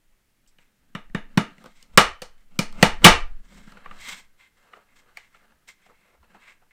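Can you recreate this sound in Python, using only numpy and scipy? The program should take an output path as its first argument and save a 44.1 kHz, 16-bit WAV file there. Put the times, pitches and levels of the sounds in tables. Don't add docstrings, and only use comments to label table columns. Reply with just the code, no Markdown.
import sys
import numpy as np
from scipy import signal
from scipy.fft import rfft, irfft
from scipy.io import wavfile
from scipy.ndimage import uniform_filter1d

SR = 44100
rng = np.random.default_rng(int(sys.argv[2]) if len(sys.argv) > 2 else 0)


def dump(signal):
    limited = np.clip(np.atleast_2d(signal).T, -1, 1)
    pcm = np.round(limited * 32767).astype(np.int16)
    wavfile.write(sys.argv[1], SR, pcm)


def decibels_to_gain(level_db):
    exponent = np.asarray(level_db, float) / 20
    return 10 ** exponent


N = 296352
CONTROL_STEP = 32

# frequency in Hz, width in Hz, level in dB.
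TABLE_MODES = [(136, 18, -10.5), (180.7, 32, 1), (212, 67, -1), (296, 11, -7)]
# frequency in Hz, width in Hz, level in dB.
BASE_MODES = [(364, 89, -7), (508.7, 53, -0.5), (591, 64, -2.5), (732, 83, -4), (859, 45, -2.5),
              (993, 140, -7), (1190, 93, -1.5), (1346, 170, -4)]
# frequency in Hz, width in Hz, level in dB.
DIE_MODES = [(1616, 230, -3), (1820, 150, 0), (1980, 170, -1.5), (2350, 180, -2), (2570, 140, -3.5),
             (2904, 160, 0), (3537, 220, -4), (3680, 300, -5)]


def unit(x):
    return x / np.sqrt(np.mean(x ** 2))


def ring(x, modes, spread_db=0., turn=-1):
    f = np.fft.rfftfreq(len(x), 1 / SR)
    spread_db = spread_db + np.zeros(len(modes))
    body = 0
    for k, ((hz, width_hz, db), extra_db) in enumerate(zip(modes, spread_db)):
        loss = 1j * f * width_hz
        body = body + turn ** k * decibels_to_gain(db + extra_db) * loss / (hz ** 2 - f ** 2 + loss)
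    return irfft(rfft(x) * body, len(x))


def walk(rate_hz):
    hold = int(SR / rate_hz)
    steps = np.repeat(rng.standard_normal(N // hold + 1), hold)
    return 1.3 * uniform_filter1d(uniform_filter1d(steps, hold), hold)[:N]


def band(lo_hz, hi_hz, size=N):
    sos = signal.butter(2, [lo_hz, hi_hz], "band", fs=SR, output="sos")
    return unit(signal.sosfilt(sos, rng.standard_normal(size)))


def swell(at_s, rise_s, fall_s, db, roundness=1):
    t = np.arange(0, N, CONTROL_STEP) / SR - at_s
    away = np.where(t < 0, -t / max(rise_s, .003), t / max(fall_s, .003))
    return decibels_to_gain(2 * (db - 20 * away ** roundness))


def smooth(control):
    return np.interp(np.arange(N), np.arange(0, N, CONTROL_STEP), control)


def knocks(events, crunch_ms, favour_db, lean_db, dull_db, gains_db):
    # frequency in Hz, width in Hz, level in dB.
    crack_modes = [(4410, 500, 3.5), (5270, 590, 1.5), (6090, 900, -0.5), (7320, 1300, -3.5),
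                   (8880, 1400, -5.5), (11573, 1400, -13), (14500, 3500, -14.5)]
    size, thud_ms = 8192, 1.5
    seam_hz, seam_octaves = 1600, 0.19
    out = np.zeros((2, N + size))
    t = np.arange(size) / SR
    push = np.minimum(t / .0004, 1) * np.exp(-t / crunch_ms * 1000)
    highpass = signal.butter(4, 140., "high", fs=SR, output="sos")
    thrust = -signal.sosfilt(highpass, t * np.exp(-t / thud_ms * 1000))
    impulse = 1. * (t == 0)
    fade = np.clip((.17 - t) / .04, 0, 1)
    for s, body_db, crack_db, table_db, favour_hz in events:
        side_db = lean_db * np.tanh(np.log2(seam_hz / favour_hz) / seam_octaves)
        levels_db = crack_db, table_db, body_db + side_db, body_db - side_db
        snaps = push * rng.standard_normal(size) * decibels_to_gain(3. * rng.exponential(size=size))
        start = int(s * SR)
        bodies = crack_modes, TABLE_MODES, BASE_MODES, DIE_MODES
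        for modes, db, gain_db in zip(bodies, levels_db, gains_db):
            mode_hz = np.array(modes)[:, 0]
            spot_db = favour_db * np.exp(-(np.log(mode_hz / favour_hz) / .15) ** 2)
            if modes is DIE_MODES:
                spot_db -= dull_db * np.maximum(np.log2(mode_hz / max(favour_hz, seam_hz)), 0)
            if modes is TABLE_MODES:
                hit = ring(thrust, modes, turn=0.98)
            else:
                hit = ring(snaps, modes, spot_db)
            hit *= decibels_to_gain(db + gain_db) / np.abs(hit).max()
            around = unit(ring(impulse, modes, spot_db / 2)) * np.sqrt(np.mean(hit ** 2))
            out[:, start:start + size] += np.array([hit, around]) * fade
    return out[:, :N]


def die_slips():
    # start in s, punch body level in dB, crack peak in dB, table level in dB, favoured ring in Hz.
    slips = [(0.9497, -32.5, -38, -36, 1233), (1.1471, -28, -33, -27.5, 1702),
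             (1.3737, -18, -17.5, -15.5, 1287), (1.9743, -2, 0.5, -16.5, 1218),
             (2.2183, -37.5, -28, -51, 482), (2.5895, -23, -12.5, -23.5, 2381), (2.8264, -8, -2, -14, 850),
             (3.0439, -1, -3, -11, 3000), (3.0465, -4, 7.5, -8, 2380), (3.0523, 0.5, -3, -9.5, 1153),
             (3.0634, -4.5, -5.5, -14.5, 861.4),
             (3.041, -24, -24, -40, 1502),
        (3.042, -16, -16, -39.5, 2423),
    ]
    return knocks(slips, 4.2, 9.8, 1.5, 1.2, (1.5, 10.5, 6.8, 10.))


def press_ticks():
    # start in s, punch body level in dB, crack peak in dB, table level in dB, favoured ring in Hz.
    ticks = [
        (0.4635, -71.5, -67, -75, 2880),
        (0.585, -58, -77, -60, 2270),
        (1.0968, -61, -64, -51.5, 1920),
        (1.5804, -56, -52, -47.5, 1944),
        (1.6402, -49, -44, -48, 423),
        (1.6592, -46, -41, -46.5, 480),
        (1.8259, -61, -35.5, -71, 3010),
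        (2.7253, -54, -41.5, -57, 479.4),
        (2.7545, -54, -54, -55.5, 611),
    ]
    return knocks(ticks, 1.4, 13.0, 4., 1.2, (-1.5, 1.0, 5.5, 8.0))


def handling_taps():
    # start in s, punch body level in dB, crack peak in dB, table level in dB, favoured ring in Hz.
    taps = [(3.5192, -59, -57, -54, 607), (3.6741, -54, -54.5, -42.5, 1440), (3.72, -50, -43.5, -47, 1294),
            (3.7695, -47.5, -66, -54, 1426), (3.858, -39, -63.5, -55, 1190),
            (3.9102, -41, -55.5, -52, 1190), (4.7328, -42.5, -64, -69, 1273), (5.0593, -65, -72, -71, 403),
            (5.1706, -39, -32.5, -68.5, 2140), (5.3451, -53.5, -59, -78, 1370),
            (5.4494, -64, -68, -69.5, 1330), (5.5198, -62, -69, -76.5, 1530), (5.862, -57.5, -66, -65, 701),
            (6.2277, -59.5, -64, -71, 1026), (6.3445, -54, -61, -74, 826), (6.6214, -68, -68.5, -68, 810)]
    return knocks(taps, 3.01, 11.0, 4.48, 9.7, (-2.0, 1.0, 4.0, 8.5))


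def spring(blows, paper):
    # frequency in Hz, width in Hz, level in dB.
    coil_modes = [(1882, 4.5, -1.5), (3046, 3, -.6), (3325, 5, -7), (5150, 9, -9)]
    struck_until_s = 3.0
    t = np.arange(N) / SR
    held = np.interp(t, [.9, 1.0, 3.85, 3.95], [0, 1, 1, 0])
    struck = decibels_to_gain(-9) * blows * (t < struck_until_s)
    rubbed = decibels_to_gain(1.5) * held * paper
    return ring(struck + rubbed, coil_modes)


def movements():
    # fastest at s, rise of 20 dB in s, fall of 20 dB in s,
    # sheet level in dB, fibre hiss over the sheet in dB.
    glides = [(.125, -0.56, .03, -70, -17), (.476, -0.21, .03, -73.5, 13), (.59, -1, .1, -63, -12),
              (.75, -0.3, 0.11, -77, -4.5), (1.815, 0.36, .04, -61, -5.5), (1.92, -0.25, .08, -67, -6),
              (2.38, -0.07, .1, -68, -8), (3.545, 0.13, .2, -58.5, -5), (3.66, 0.2, 0.0856, -57, -6),
              (4.088, 0.0964, .12, -36.5, -4.5), (4.17, 0.29, 0.0744, -51, -5), (4.44, 0.06, .046, -53, -9),
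              (4.6, .12, .15, -68, -11), (4.89, -0.05, 0.1007, -61.5, -15), (4.985, .05, 0.0395, -55.5, -7),
              (5.185, 0.04, 0.0502, -58, -9), (5.25, 0.2, .07, -62, -11),
              (5.36, 0.06, 0.1193, -61.5, -12.5), (5.683, 0.01, 0.0544, -48, -5), (5.84, 0.1, .1, -63, -11),
              (6.08, 0.37, .15, -65.5, -14.5), (6.4, -0.16, 0.067, -63, -9.5), (6.497, 0.1, .062, -48, -16),
              (6.71, -0.02, .1, -54.5, -18.5)]
    # fastest at s, rise of 20 dB in s, fall of 20 dB in s,
    # sheet level in dB, table drone over the sheet in dB.
    drags = [(1.5, 0.7, .3, -61.5, 8), (1.657, -0.23, 0.1, -62, 8), (2.299, 0.8, .5, -71.5, -4.5),
             (2.74, -0.37, 0.32, -62.5, -0.5), (3.01, 0.28, 0.076, -60, 8.5), (3.3, -0.4, 0.14, -61.5, 1),
             (3.42, 0.07, .2, -70, 7.5), (3.59, 0.23, 0.17, -60, 10.5), (3.68, 0.13, .05, -56, 3),
             (3.77, 0.19, .05, -62, -9), (3.866, 0.29, 0.039, -53, -10), (3.915, 0.24, 0.081, -53.5, -3.5),
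             (3.96, -0.3, 0.15, -53, -10), (4.14, 0.28, .11, -52.5, -1), (4.746, 0.16, 0.056, -54, -20),
             (4.79, -0.3, .07, -60.5, -6), (4.9, 0, 0.16, -69.5, 6), (5.165, 0.85, .011, -65.5, -11.5),
             (5.45, 0.27, .25, -65.5, -3.5), (5.8, -0.14, 0.067, -65, -16),
             (6.235, .025, 0.0504, -61.5, -13.5), (6.35, 0.1, 0.09, -56.5, -0.5),
             (6.64, 0.38, 0.097, -70, -11)]
    # lets go at s, rise of 20 dB in s, sheet level in dB, favoured ring in Hz.
    loads = [
        (.92, -2, -88, 1600),
        (1.96, 0.23, -67, 2400),
        (2.571, 0.11, -59, 2570),
        (2.821, 0.0859, -41, 2370),
        (3.04, 0.0216, -30.5, 1916),
    ]
    # fastest at s, rise of 20 dB in s, fall of 20 dB in s, base level in dB.
    scuffs = [
        (1.67, 0.1, 0.041, -58),
        (4.755, 0.07, 0.069, -54),
        (5.13, 0.36, .04, -66),
        (5.42, -0.14, .06, -63.5),
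        (5.89, -0.05, 0.062, -57),
        (6.18, 0.3, 0.021, -66.5),
        (6.235, -0.13, 0.039, -66),
        (6.352, -0.04, 0.037, -56),
        (6.62, -0.62, 0.039, -65),
    ]
    drag_hz, roundness = 1400, 1.8
    moves = []  # (power, fibres, base and table over the sheet in dB, ring in Hz)
    for s, up_s, down_s, db, hiss_db in glides:
        moves.append((swell(s, up_s, down_s, db, roundness), (hiss_db, -18, -26), 2098))
    for s, up_s, down_s, db, drone_db in drags:
        moves.append((swell(s, up_s, down_s, db), (-16.5, -2.5, drone_db), drag_hz))
    for s, up_s, db, hz in loads:
        moves.append((swell(s, up_s, 0.014, db), (-9, 3, 8), hz))
    sheet_db, fibre_db, table_db = -12, -30, -12
    scuff_over_db = fibre_db - sheet_db, -sheet_db, table_db - sheet_db
    for s, up_s, down_s, db in scuffs:
        moves.append((swell(s, up_s, down_s, db + sheet_db, roundness), scuff_over_db, drag_hz))
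    rest_hz = 1900
    rest = decibels_to_gain(2 * np.array((-82.5, -91, -85, -86)))[:, None]
    power = rest + sum(p * decibels_to_gain(2 * np.array([0, *over_db]))[:, None] for p, over_db, _ in moves)
    ring_hz = (rest[0] * rest_hz + sum(p * hz for p, _, hz in moves)) / power[0]
    return [smooth(np.sqrt(p)) for p in power], smooth(ring_hz)


def slides():
    # frequency in Hz, width in Hz, level in dB.
    sheet_modes = [(1040, 280, -5), (1630, 270, -4.5), (2113, 140, -2), (2668, 260, -5), (3200, 240, -2),
                   (3920, 700, -7), (4570, 460, -14)]
    # frequency in Hz, width in Hz, level in dB.
    fibre_modes = [(5060, 1300, -1), (7750, 1000, 1), (8820, 580, -2.5), (13500, 2600, -13)]
    levels, ring_hz = movements()
    drag = decibels_to_gain(2.6 * walk(70) + 0.96 * walk(200))
    grains = []
    for _ in range(4):
        noise = rng.standard_normal(N)
        grains.append(noise * decibels_to_gain(2.2 * rng.exponential(size=N) + 1.2 * walk(25)) * drag)
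    crisp = (levels[1] / levels[0] / decibels_to_gain(-6.5)) ** .7
    sheet, power = 0, 0
    for k, mode in enumerate(sheet_modes):
        hz, width_hz, db = mode
        gain = decibels_to_gain(db + 7.5 * np.exp(-(np.log(hz / ring_hz) / 0.21) ** 2))
        if hz > 2800:
            gain = gain * crisp
        sheet = sheet + (-1) ** k * gain * ring(grains[0], [mode]) / decibels_to_gain(db)
        power = power + gain ** 2 * width_hz
    sheet = sheet / np.sqrt(power)
    others = [ring(x, m) for x, m in zip(grains[1:], (fibre_modes, BASE_MODES, TABLE_MODES))]
    return sum(g * unit(x) for g, x in zip(levels, [sheet] + others))


def room(x):
    # frequency in Hz, level in dB, t60 in s.
    echo = [(60.02, -6, .4), (150, -8, 0.17), (357, -2.5, 0.22), (850, 2, 0.25), (1819, 1.5, 0.26),
            (4070, 0.5, 0.23), (7740, 3, 0.21), (15090, -3, 0.14)]
    t = np.arange(SR // 2) / SR
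    echo_hz, echo_db, echo_t60_s = np.transpose(echo)
    answer = 0
    for hz in 70 * 2 ** np.arange(0, 8, .5):
        db = np.interp(np.log(hz), np.log(echo_hz), echo_db)
        t60_s = np.interp(np.log(hz), np.log(echo_hz), echo_t60_s)
        noise = band(hz / 2 ** .25, hz * 2 ** .25, size=len(t))
        answer = answer + decibels_to_gain(db - 60 * t / t60_s) * np.sqrt(hz) * noise
    answer *= np.clip((t - .002) / 0.0066, 0, 1)
    return signal.fftconvolve(x, answer / np.sqrt(np.sum(answer ** 2)))[:N]


def stand():
    # frequency in Hz, width in Hz, level in dB.
    stand_modes = [(24.2, 9.2, 2), (36, 3.8, -1.5)]
    # jolt at s, sway in dB, rocking in dB, quick shake in dB.
    jolts = [(-.05, -58, -55, -75), (.45, -57.5, -71, -83), (.8, -70, -70, -70), (1.1, -34.5, -47, -62),
             (1.374, -53.5, -56.5, -55), (1.62, -50, -61, -75), (1.8, -46, -59.5, -69),
             (1.974, -41.5, -39, -34.5), (2.218, -49, -52, -63), (2.4, -69, -52.5, -80),
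             (2.6, -35.5, -54.5, -56.5), (2.826, -28.5, -32, -33), (3.05, -12.5, -16.5, -24.5),
             (3.2, -32, -31, -53), (3.53, -37, -49, -61), (3.75, -40, -67, -63.5), (3.95, -43.5, -66, -58),
             (4.2, -50, -73.5, -69.5), (4.45, -59.5, -68.5, -75.5), (5.5, -55.5, -70, -75),
             (6.17, -75.5, -73, -65)]
    # peak after the jolt in s, rise of 20 dB in s, fall of 20 dB in s, level at rest in dB.
    motions = [
        (0.15, 0.3054, 0.18, -67),
        (0.025, 0.1, .22, -78.5),
        (0.04, 0.07, .11, -82),
    ]
    moves = band(9., 13.), unit(ring(band(18., 44.), stand_modes)), band(48., 75.)
    jolt_s, *jolt_db = np.transpose(jolts)
    total = 0
    for x, (lag_s, up_s, down_s, rest_db), levels_db in zip(moves, motions, jolt_db):
        power = sum(swell(s + lag_s, up_s, down_s, db) for s, db in zip(jolt_s, levels_db))
        total = total + x * smooth(np.sqrt(decibels_to_gain(2 * rest_db) + power))
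    return total


def air():
    # frequency in Hz, level in dB per Hz.
    tone = [(53, -34.5), (90, -5.5), (176, -6), (400, -12.5), (1100, -19), (1800, -14.5), (4000, -21.5),
            (15500, -24)]
    hz, db = np.transpose(tone)
    f = np.fft.rfftfreq(N, 1 / SR)
    colour = decibels_to_gain(np.interp(np.log(f + 1), np.log(hz), db))
    hiss = unit(irfft(rfft(rng.standard_normal(N)) * colour, N))
    return decibels_to_gain(-71.5 + .4 * walk(1.3)) * hiss


def scene():
    blows, blows_around = die_slips()
    ticks, ticks_around = press_ticks()
    taps, taps_around = handling_taps()
    paper = decibels_to_gain(-1.5) * slides()
    around = blows_around + decibels_to_gain(-4) * (ticks_around + taps_around) + decibels_to_gain(-5.5) * paper
    punch = blows + ticks + taps + spring(blows_around, paper)
    return (punch + paper + decibels_to_gain(-9) * room(around) + stand() + air())[None]


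def low_pass(x):
    return signal.sosfilt(signal.butter(12, 15680, fs=SR, output="sos"), x)


def record(dry):
    lowpass = signal.ellip(6, .2, 50, 15600, fs=SR, output="sos")
    mix = np.clip(signal.sosfilt(lowpass, dry), -1, 1)
    return low_pass(mix)


dry = scene()
out = record(dry)
dump(out)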